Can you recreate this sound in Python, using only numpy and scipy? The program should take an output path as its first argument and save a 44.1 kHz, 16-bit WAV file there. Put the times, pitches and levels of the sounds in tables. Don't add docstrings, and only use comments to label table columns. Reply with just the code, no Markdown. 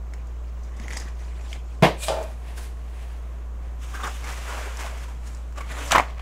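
import sys
import numpy as np
from scipy import signal
from scipy.fft import rfft, irfft, next_fast_len
from scipy.io import wavfile
from scipy.ndimage import uniform_filter1d, minimum_filter1d, map_coordinates

SR = 44100
rng = np.random.default_rng(int(sys.argv[2]) if len(sys.argv) > 2 else 0)


def field_ratio(decibels):
    return 10 ** (np.asarray(decibels, dtype=float) / 20)


def wrap_up_sound(samples):
    columns = np.atleast_2d(samples).T
    tamed = np.clip(columns, -1, 1)
    steps = np.round(tamed * 32767).astype(np.int16)
    wavfile.write(sys.argv[1], SR, steps)


N = 273993
TIME = np.arange(N) / SR
SPLIT_HZ = 3000

# [f/Hz, level/dB]
HUM = [(58.54, -32), (100.5, -74.5), (120, -61), (145.5, -58.5), (203, -79), (218, -64)]
# [f/Hz, level/dB per Hz]
AIR = [(15, -17), (40, -26), (80, -26), (110, -26), (250, -32.5), (400, -32.5), (766, -35.5), (877, -40.5),
       (1030, -34.5), (2380, -54), (5000, -60), (6500, -53.5), (10000, -64.5), (15700, -63)]
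# [f/Hz, time to fall 60 dB/s]
ROOM = [(150, 0.3168), (1000, 0.23813), (4000, 0.31366), (12000, 0.255)]

# [peak t/s, swell t/s per 20 dB, release t/s per 20 dB, pressure level/dB, hiss over body level/dB]
CLOTH = [(.16, 0.414, 1.655, -57.5, -23), (.7, 1.222, 0.1208, -61.5, -4), (1.2, 0.1227, 0.7995, -52, -5.5),
         (1.3, 0.1886, 0.598, -57, -16), (1.46, 0.2102, 0.1733, -52, -11.5),
         (1.52, 0.1473, 0.08726, -58.5, 8), (1.56, 0.1172, 0.03123, -47, -10.5),
         (1.78, 1.024, 0.328, -58, -6.5)]
WRAPPER = [
    (.766, 0.7, 0.453, -70.5, -18.5),
    (.8, -0.0028, 0.0869, -51.5, -22.5),
    (.908, 0.3168, -0.2951, -43.5, -5),
    (.966, 0.2021, 0.2206, -40.5, -3),
]
SLIDE = [
    (1.97, 0.0635, 0.1492, -64.5, -17.5),
    (2.04, 0.06694, 0.083, -38.5, 6.5),
    (2.075, 0.0687, 0.03796, -37.5, 2),
    (2.16, 0.2393, 0.2058, -48, -16),
]
SLEEVE = [(2.238, 0.0408, 0.02587, -44.5, -4), (2.27, 0.0505, 0.4346, -53, -4.5),
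          (2.488, 0.1045, 0.2911, -47.5, -8.5), (2.578, 0.0313, 0.12615, -44, 0.5),
          (2.63, 0.094, 0.1511, -49, 1), (3.024, 0.7045, 0.7564, -51.5, -8), (3.44, 1, 0.248, -59.5, -26.5),
          (3.68, 0.25, 0.2714, -55, -11.5)]
GRIP = [
    (3.84, 0.05394, 0.958, -50.5, 0.5),
    (3.95, 0.032, 0.0706, -40, -5),
    (4.045, 0.0794, 0.0672, -29, -11),
    (4.078, 0.0465, 0.0245, -33, -19.5),
    (4.16, 0.2244, 0.0542, -50.5, 6.5),
]
PAPER = [(4.292, 0.1209, 0.13805, -37, -5.5), (4.42, 0.3525, 0.3474, -47, -1),
         (4.484, 0.0628, 0.4845, -37.5, -7.5), (4.61, 0.528, 0.46, -39, -7),
         (4.796, 0.03225, 0.321, -38.5, -6), (4.93, 0.422, 0.517, -54, -12.5),
         (5.04, 0.08075, 0.02597, -45.5, -2)]
FOLD = [(5.09, 0.02686, 0.1046, -52, -5), (5.268, 0.1224, 0.3832, -50.5, -2.5),
        (5.582, 0.02441, 0.04078, -36, -9.5), (5.608, 0.00704, 0.03504, -40.5, -8.5),
        (5.718, 0.07184, 0.0546, -37.5, -7.5), (5.788, 0.1386, 0.2467, -35.5, -8.5),
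        (5.9, 0.3654, 0.01319, -43, 2)]
TEAR = [
    (5.92, 0.01101, 0.0582, -17.5, -3),
    (5.962, 0.05134, 0.06599, -16, -17),
    (5.995, 0.04296, 0.0204, -17.5, -22),
    (6.05, 0.0966, 0.832, -48.5, -8),
]

# [f/Hz, level/dB per Hz]
CLOTH_TONE = [(180, -35), (300, -2.5), (372, -4), (439, -4), (485, -9), (686, -1.5), (1310, -11.5),
              (2410, -7.5), (3150, -10), (7320, -11), (15700, -31.5)]
WRAPPER_TONE = [(200, -3), (620, -4.5), (900, -2.5), (1400, -10), (1800, -3.5), (2000, -2), (2300, -10),
                (3500, -14), (5000, -19.5), (6500, -12.5), (8000, -29), (11000, -24), (15700, -46)]
SLIDE_TONE = [(180, -37), (300, -18), (446, -25.5), (527, 0), (783, -14), (1060, -14), (2230, -13.5),
              (2410, 2), (2600, -9.5), (3530, -6.5), (6000, -9.5), (8080, -0.5), (15700, -21)]
SLEEVE_TONE = [(180, -58.5), (300, -12.5), (321, -7.5), (509, -16), (664, -8), (1200, -15), (1330, -20),
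               (1600, -14), (9700, -14), (15700, -25)]
GRIP_TONE = [(59, -81), (100, -14), (412, -7), (616, -4.5), (685, -18), (762, 6.5), (846, -4.5), (1160, 3),
             (1700, -5.5), (3490, -26.5), (4220, -36), (6310, -30.5), (15700, -46)]
PAPER_TONE = [(59, -42.5), (100, -8.5), (146, -5), (173, -18.5), (307, -9), (371, -8.5), (404, -4),
              (1110, -0.5), (2440, -6.5), (4130, -19.5), (7020, -18.5), (11900, -28), (15700, -34.5)]
FOLD_TONE = [(59, -44.5), (100, -7), (153, -2), (189, -28), (288, -0.5), (341, -16.5), (449, -3),
             (2010, -6), (5110, -8.5), (7320, -5), (15700, -22.5)]
TEAR_TONE = [(47, -55), (80, -18), (130, -20), (194, -27.5), (571, -13.5), (610, -4.5), (795, -12),
             (888, -11.5), (1110, -5), (1400, -14.5), (1970, -10), (6480, -26.5), (15700, -41.5)]

# [t/s, peak level/dB, ring f/Hz, fizz over ring level/dB]
TICKS = [(0.1364, -30, 2229, -9.5), (0.2702, -48, 1342, -1.5), (0.6487, -47, 1624, -3),
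         (0.7987, -31.5, 2062, -8.5), (0.8817, -22, 2014, -15.5), (0.9056, -24, 1924, -14.5),
         (0.9107, -23, 2015, -21.5), (0.9249, -28.5, 2196, -9), (0.9327, -26.5, 1929, -7),
         (0.9665, -29, 904.5, -5), (0.9706, -21, 1811, -7.5), (0.978, -38.5, 3046, 1.5),
         (0.9994, -36, 1930, 5), (1.4106, -40, 2493, -9), (1.5292, -22.5, 3031, -13.5),
         (1.5300, -23.5, 2191, -21), (2.2278, -38.5, 2486, -2.5), (4.771, -36, 1591, 2.5),
         (5.332, -56.5, 1500, 1), (5.3472, -47, 1595, 8), (5.042, -34.5, 2548, -13),
         (5.3705, -45, 1299, -1), (5.5243, -38.5, 1287, -11), (5.5598, -35.5, 1235, -11.5)]
PUFFS = [(0.709, -47.5, 1987, -6.5), (0.763, -40.5, 1068, 5), (1.079, -28.5, 2381, -8.5),
         (2.574, -24.5, 1508, -8.5), (3.936, -20.5, 1204, -21), (3.946, -17.5, 1554, -20.5),
         (4.004, -24, 1259, -19.5), (4.031, -15.5, 3539, -15), (4.045, -15, 1139, -24.5),
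         (4.074, -23, 780, -20), (2.212, -22, 883.8, -30), (4.321, -19.5, 2010, -10.5),
         (4.375, -26.5, 632.4, -25), (4.520, -21.5, 1014, -19), (4.569, -20, 1209, -14),
         (4.582, -27, 647.6, -25.5), (4.605, -29.5, 552.3, -25), (4.660, -26.5, 445, -28),
         (4.840, -23, 691, -20.5), (4.860, -22, 1051, -17.5), (4.920, -28, 676.2, -25.5),
         (5.012, -37.5, 704.3, -20), (5.078, -29, 902.6, -17), (3.990, -24.5, 1131, -20),
         (4.033, -13.5, 1191, -23), (4.066, -23.5, 935, 1.5), (4.237, -21.5, 2145, -7),
         (4.281, -30.5, 1460, -13.5), (4.489, -17.5, 1512, -15.5), (4.650, -30, 1362, -21),
         (4.793, -26, 890.4, 5), (5.572, -19, 1154, -15.5), (5.603, -18, 1111, -22),
         (5.605, -19, 2181, -17), (5.709, -19, 1963, -20.5),
         (.967, -10, 5000, -10.5), (0.63, -29.5, 6000, -10), (0.81, -34.5, 6400, -9.5),
           (1.2, -48.5, 1700, -21), (5.267, -31.5, 9000, 2), (4, -28, 2100, -25)]
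RIPS = [(5.9085, -21, 2811, -1), (5.911, -10, 1257, -7.5), (5.9135, -16.5, 2747, -8),
        (5.9165, -16.5, 2497, -5.5), (5.9235, -15, 2598, -12.5), (5.938, -14.5, 1513, -16.5),
        (5.9415, -17.5, 2010, -8.5), (5.944, -18, 2569, -12.5), (5.9515, -6, 1095, -27),
        (5.9835, -5, 1962, -14), (5.990, -13.5, 795.3, -11.5), (6.020, -26.5, 1405, -25.5),
        (5.9195, -5.5, 2916, -3.5), (5.922, -9.5, 1624, -7), (5.926, -6.5, 788.5, -24.5),
        (5.930, -19.5, 2379, -20), (5.9335, -10.5, 1195, -22), (5.9465, -19.5, 2199, -10),
        (5.9495, -3.5, 1122, -26), (5.9585, 2, 1034, -25.5), (5.965, -4.5, 1131, -22.5),
        (5.975, -12, 877.2, -30), (5.9805, -1, 1032, -20.5), (5.987, -23.5, 1495, -14.5),
        (5.998, -8.5, 750, -24.5), (6.005, -14, 856.7, -15)]
# [f/Hz, level/dB per Hz]
FIZZ = [(2500, -17), (5000, 11), (7500, 12), (11000, -4), (15800, -13.5)]

# [t/s, peak level/dB]
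KNOCK = [(1.824, -9.5), (1.831, -8), (1.841, -8.5), (1.849, -13), (1.869, -18), (1.878, -32.5),
         (1.891, -33.5)]
THUMP = [(1.8235, -3)]
SLAP = [(2.083, -17)]
PUSHES = [(.7987, -27.5), (4.036, -45.5), (4.072, -39.5), (4.238, -42.5), (4.282, -36), (5.347, -35.5),
          (5.71, -33.5)]
BUMP = [2.097, 2.118, 2.138, 2.165, 2.183, 2.205, 2.238, 2.285]

# [f/Hz, level/dB, time to fall 60 dB/s]
SHELF = [(210.26, -2.5, 0.1249), (276.9, -8.5, 0.0844), (391.77, -8.5, 0.19), (467, -21.5, 0.0689),
         (521.6, -9.5, 0.0836), (602.57, -7.5, 0.1048), (750, -10, 0.068), (911.6, -16.5, 0.078),
         (1022, 3, 0.07734)]
PANEL = [(150.49, -4, 0.17625), (171.8, -5.5, 0.1211), (192.43, -15, 0.08355)]
CORE = [(398.3, -28.5, 0.0761), (560.16, -5.5, 0.1125), (636.31, 2.5, 0.1448), (684, -20.5, 0.0421),
        (780, -4.5, 0.0769), (872.77, -8.5, 0.198)]
PALM = [(219.66, 1, 0.03845)]

# [f/Hz, level/dB per Hz]
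SHELF_TONE = [(90, -55.5), (130, -15.5), (230, -9.5), (400, -2.5), (620, -1.5), (950, -7.5), (1440, -16.5),
              (1800, -13), (3370, -20), (7270, -34.5), (13600, -42), (15700, -53)]
CORE_TONE = [(71, -51.5), (120, -24.5), (326, -19.5), (416, -8), (500, -8.5), (638, -2.5), (707, -13.5),
             (767, -10), (2170, -31.5), (7370, -39.5), (15700, -49.5)]
SLAP_TONE = [(71, -42), (120, -1.5), (313, -12.5), (1110, 0), (2260, -8), (3470, -9), (5210, -14),
             (8330, -14), (15700, -39)]

# [f/Hz, bar over the nearby level/dB]
THINNING = [(4000, -30), (7000, -9), (9000, -3), (11000, 0), (15000, 3)]


def unit(x):
    return x / np.sqrt(np.mean(x ** 2) + 1e-20)


def along(points, hz):
    f, v = np.transpose(points)
    return np.interp(np.log(hz + 1), np.log(f + 1), v)


def wobble(rate, size=N):
    knots = rng.standard_normal(int(size * rate / SR) + 4)
    return map_coordinates(knots, [TIME[:size] * rate])


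def filtered(x, response):
    m = next_fast_len(len(x) + 8192)
    return irfft(rfft(x, m) * response(np.fft.rfftfreq(m, 1 / SR)), m)[:len(x)]


def causal(tone, size=4096):
    gain = field_ratio(along(tone, np.fft.rfftfreq(size, 1 / SR)))
    ceps = irfft(np.log(gain + 1e-6), size)
    ceps[1:size // 2] *= 2
    ceps[size // 2 + 1:] = 0
    h = irfft(np.exp(rfft(ceps)), size)
    return h / np.linalg.norm(h)


def add(track, s, sound):
    part = track[round(s * SR):][:len(sound)]
    part += sound[:len(part)]


def patchy(depth_db, size):
    z = signal.stft(rng.standard_normal(size), nperseg=256)[2]
    field = uniform_filter1d(rng.standard_normal(z.shape), size=4, axis=0)
    field = uniform_filter1d(field, size=5, axis=1)
    noise = signal.istft(z * field_ratio(depth_db * unit(field)), nperseg=256)[1]
    return unit(noise[:size])


def room(x):
    hz, t, z = signal.stft(rng.standard_normal(min(len(x), SR // 3)), SR, nperseg=256)
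    decay = field_ratio(-60 * t / along(ROOM, hz)[:, None])
    tail = signal.istft(z * decay, SR, nperseg=256)[1]
    delayed = np.pad(x, (200, 0))
    return signal.fftconvolve(delayed, tail / np.linalg.norm(tail))[:len(x)]


def rub(strokes, tone, grains, slips_db, patchy_db, flutter_db, hiss_grows):
    s, rise, fall, press_db, hiss_db = np.transpose(strokes)[:, :, None]
    first = max(round(strokes[0][0], 1) - .5, 0)
    n = 5 * SR // 2
    t = first + np.arange(n) / SR
    below_db = -20 * np.maximum((s - t) / abs(rise), (t - s) / abs(fall))

    chance = grains / SR * field_ratio(5 * wobble(25, n))
    starts = (rng.random(n) < chance) * field_ratio(rng.normal(0, 2.537, n))
    grain = field_ratio(-60 * TIME[:300] / 0.008546)
    bursts = signal.fftconvolve(starts, grain)[:n] * rng.standard_normal(n)
    force = field_ratio(slips_db) * unit(bursts) + patchy(patchy_db, n)
    force = force * field_ratio(flutter_db * wobble(41.263, n))

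    low = lambda hz: 1 / (1 + (hz / SPLIT_HZ) ** 6)
    body = unit(filtered(force, lambda hz: field_ratio(along(tone, hz)) * low(hz)))
    hiss = unit(filtered(force, lambda hz: field_ratio(along(tone, hz)) * (1 - low(hz))))
    body_gain = np.linalg.norm(field_ratio(press_db + below_db), axis=0)
    hiss_gain = np.linalg.norm(field_ratio(press_db + hiss_db + hiss_grows * below_db), axis=0)
    out = np.zeros(N)
    add(out, first, body_gain * body + hiss_gain * hiss)
    return out


def snaps(events, rise, rough, ring_s, thud_hz, thud_db, fizz_t60, wet_db):
    out = np.zeros(N)
    t = np.arange(SR // 5) / SR
    colour = causal(FIZZ, size=256)
    swell = 1 - np.exp(-(t / rise) ** 2)
    for s, db, hz, fizz_db in events:
        ring_t60 = ring_s * np.sqrt(1000 / hz)
        wander = rough * np.cumsum(rng.standard_normal(len(t)))
        ring = np.sin(2 * np.pi * hz * t + wander) * field_ratio(-60 * t / ring_t60)
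        thud = field_ratio(thud_db - db / 2 - 60 * t / 0.04505) * np.sin(2 * np.pi * thud_hz * t)
        noise = np.convolve(rng.standard_normal(len(t)), colour)[:len(t)]
        fizz = field_ratio(fizz_db - 3.0 - 60 * t / fizz_t60) * noise
        dry = field_ratio(db) * swell * (ring + thud + fizz)
        add(out, s, dry + field_ratio(wet_db) * room(dry))
    return out


def blows(contacts, modes, tone, rise, ring_db, rattle_db, rattle_t60, wet_db):
    out = np.zeros(N)
    t = np.arange(SR // 2) / SR
    colour = causal(tone)
    for s, db in contacts:
        since_first = t + s - contacts[0][0]
        ring = 0
        for hz, level, t60 in modes:
            decay = field_ratio(level + rng.normal(0, 2.372) - 60 * t / t60)
            ring = ring + decay * np.sin(2 * np.pi * hz * since_first)
        shake = rng.standard_normal(len(t)) * field_ratio(-60 * t / rattle_t60)
        rattle = signal.fftconvolve(shake, colour)[:len(t)]
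        dry = field_ratio(db + ring_db) * (1 - np.exp(-t / rise)) * ring + field_ratio(db + rattle_db) * rattle
        add(out, s, dry + field_ratio(wet_db) * room(dry))
    return out


def air():
    hum = np.zeros(N)
    for hz, db in HUM:
        level = np.sqrt(2) * field_ratio(db + .6 * wobble(5))
        hum += level * np.sin(2 * np.pi * hz * TIME + .15 * wobble(4))
    noise = filtered(rng.standard_normal(N), lambda hz: field_ratio(along(AIR, hz)))
    heard = filtered(noise, lambda hz: hz > 200)
    return hum + field_ratio(-51.5 + 0.1967 * wobble(1.963)) * noise / np.std(heard)


def sleeves():
    return rub(CLOTH, CLOTH_TONE, grains=590, slips_db=-9.5, patchy_db=3, flutter_db=1.4012, hiss_grows=1.0)


def wrapper():
    return rub(WRAPPER, WRAPPER_TONE, grains=330, slips_db=-12, patchy_db=3.5, flutter_db=2.5,
               hiss_grows=1.6985)


def small_taps():
    return snaps(TICKS, rise=0.0002512, rough=0.1035, ring_s=0.014034, thud_hz=196.8, thud_db=-39,
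                 fizz_t60=0.026954, wet_db=-9.5)


def shelf_knock():
    board = blows(KNOCK, SHELF, SHELF_TONE, rise=0.000521, ring_db=-21.5, rattle_db=-3.5,
                  rattle_t60=0.12326, wet_db=-7.5)
    side = blows(THUMP, PANEL, SHELF_TONE, rise=.006, ring_db=0, rattle_db=-30, rattle_t60=.05, wet_db=-12)
    return board + side


def roll_slide():
    slide = rub(SLIDE, SLIDE_TONE, grains=590, slips_db=-11.5, patchy_db=2.0, flutter_db=-1.0,
                hiss_grows=1.2004)
    sleeve = rub(SLEEVE, SLEEVE_TONE, grains=560, slips_db=-10.5, patchy_db=0.5, flutter_db=1.0312,
                 hiss_grows=1.2187)
    return slide + sleeve


def roll_bumps():
    slap = blows(SLAP, CORE, SLAP_TONE, rise=0.001031, ring_db=-8.5, rattle_db=-4.0,
                 rattle_t60=0.0527, wet_db=-0.5)
    settling = [(s, -16.5 - 91.5 * (s - BUMP[0])) for s in BUMP]
    bumps = blows(settling, CORE, CORE_TONE, rise=0.00552, ring_db=-11.5, rattle_db=-6.5,
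                  rattle_t60=0.11014, wet_db=-3)
    return slap + bumps


def palm_pushes():
    return blows(PUSHES, PALM, SLAP_TONE, rise=0.002943, ring_db=0, rattle_db=-20.5,
                 rattle_t60=0.03415, wet_db=-7)


def crumples():
    return snaps(PUFFS, rise=0.007373, rough=.135, ring_s=0.04608, thud_hz=250.5, thud_db=-28,
                 fizz_t60=0.038126, wet_db=-5)


def paper_handling():
    grip = rub(GRIP, GRIP_TONE, grains=300, slips_db=-11, patchy_db=1.5, flutter_db=1.3, hiss_grows=.8)
    unroll = rub(PAPER, PAPER_TONE, grains=540, slips_db=-7, patchy_db=-0.5, flutter_db=0.7011,
                 hiss_grows=0.8479)
    fold = rub(FOLD, FOLD_TONE, grains=230, slips_db=-10.5, patchy_db=2.0, flutter_db=-0.5, hiss_grows=1.358)
    return grip + unroll + fold


def tearing():
    rasp = rub(TEAR, TEAR_TONE, grains=320, slips_db=1, patchy_db=3.5, flutter_db=0.0516, hiss_grows=1.9)
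    rips = snaps(RIPS, rise=0.0001449, rough=.09, ring_s=0.012706, thud_hz=275.36, thud_db=-36,
                 fizz_t60=0.00919, wet_db=-11)
    return rasp + rips


def scene():
    before = air() + sleeves() + wrapper() + small_taps()
    fall = shelf_knock() + roll_slide() + roll_bumps()
    paper = palm_pushes() + crumples() + paper_handling() + tearing()
    return (before + fall + paper)[None]


def thinned(x):
    start = 815
    hz, _, z = signal.stft(x[start:], SR, "cosine", nperseg=2048)
    level = 10 * np.log10(np.sum(abs(z[hz > SPLIT_HZ]) ** 2, axis=0) + 1e-20)
    change = abs(np.diff(level, prepend=level[0]))
    jump = -minimum_filter1d(-change, size=2)

    nearby = lambda v: np.sqrt(abs(uniform_filter1d(abs(v) ** 2, size=41, axis=0))) + 1e-12
    usual = np.median(nearby(z), axis=1)[:, None]
    follows = .75
    bar = nearby(z) ** follows * usual ** (1 - follows) * field_ratio(along(THINNING, hz))[:, None]
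    kept = z * ((abs(z) > bar) | (jump > 5))
    kept = kept * np.minimum(nearby(z) / nearby(kept), 2)
    rest = signal.istft(kept, SR, "cosine", nperseg=2048)[1]
    return np.r_[x[:start], rest][:len(x)]


def top_cut(x):
    return signal.sosfilt(signal.butter(12, 15760, fs=SR, output="sos"), x)


def record(dry):
    soft = dry / (1 + abs(dry / .8) ** 6) ** (1 / 6)
    band = filtered(thinned(soft[0]), lambda hz: hz < 15760)[None]
    return top_cut(band)


dry = scene()
out = record(dry)
wrap_up_sound(out)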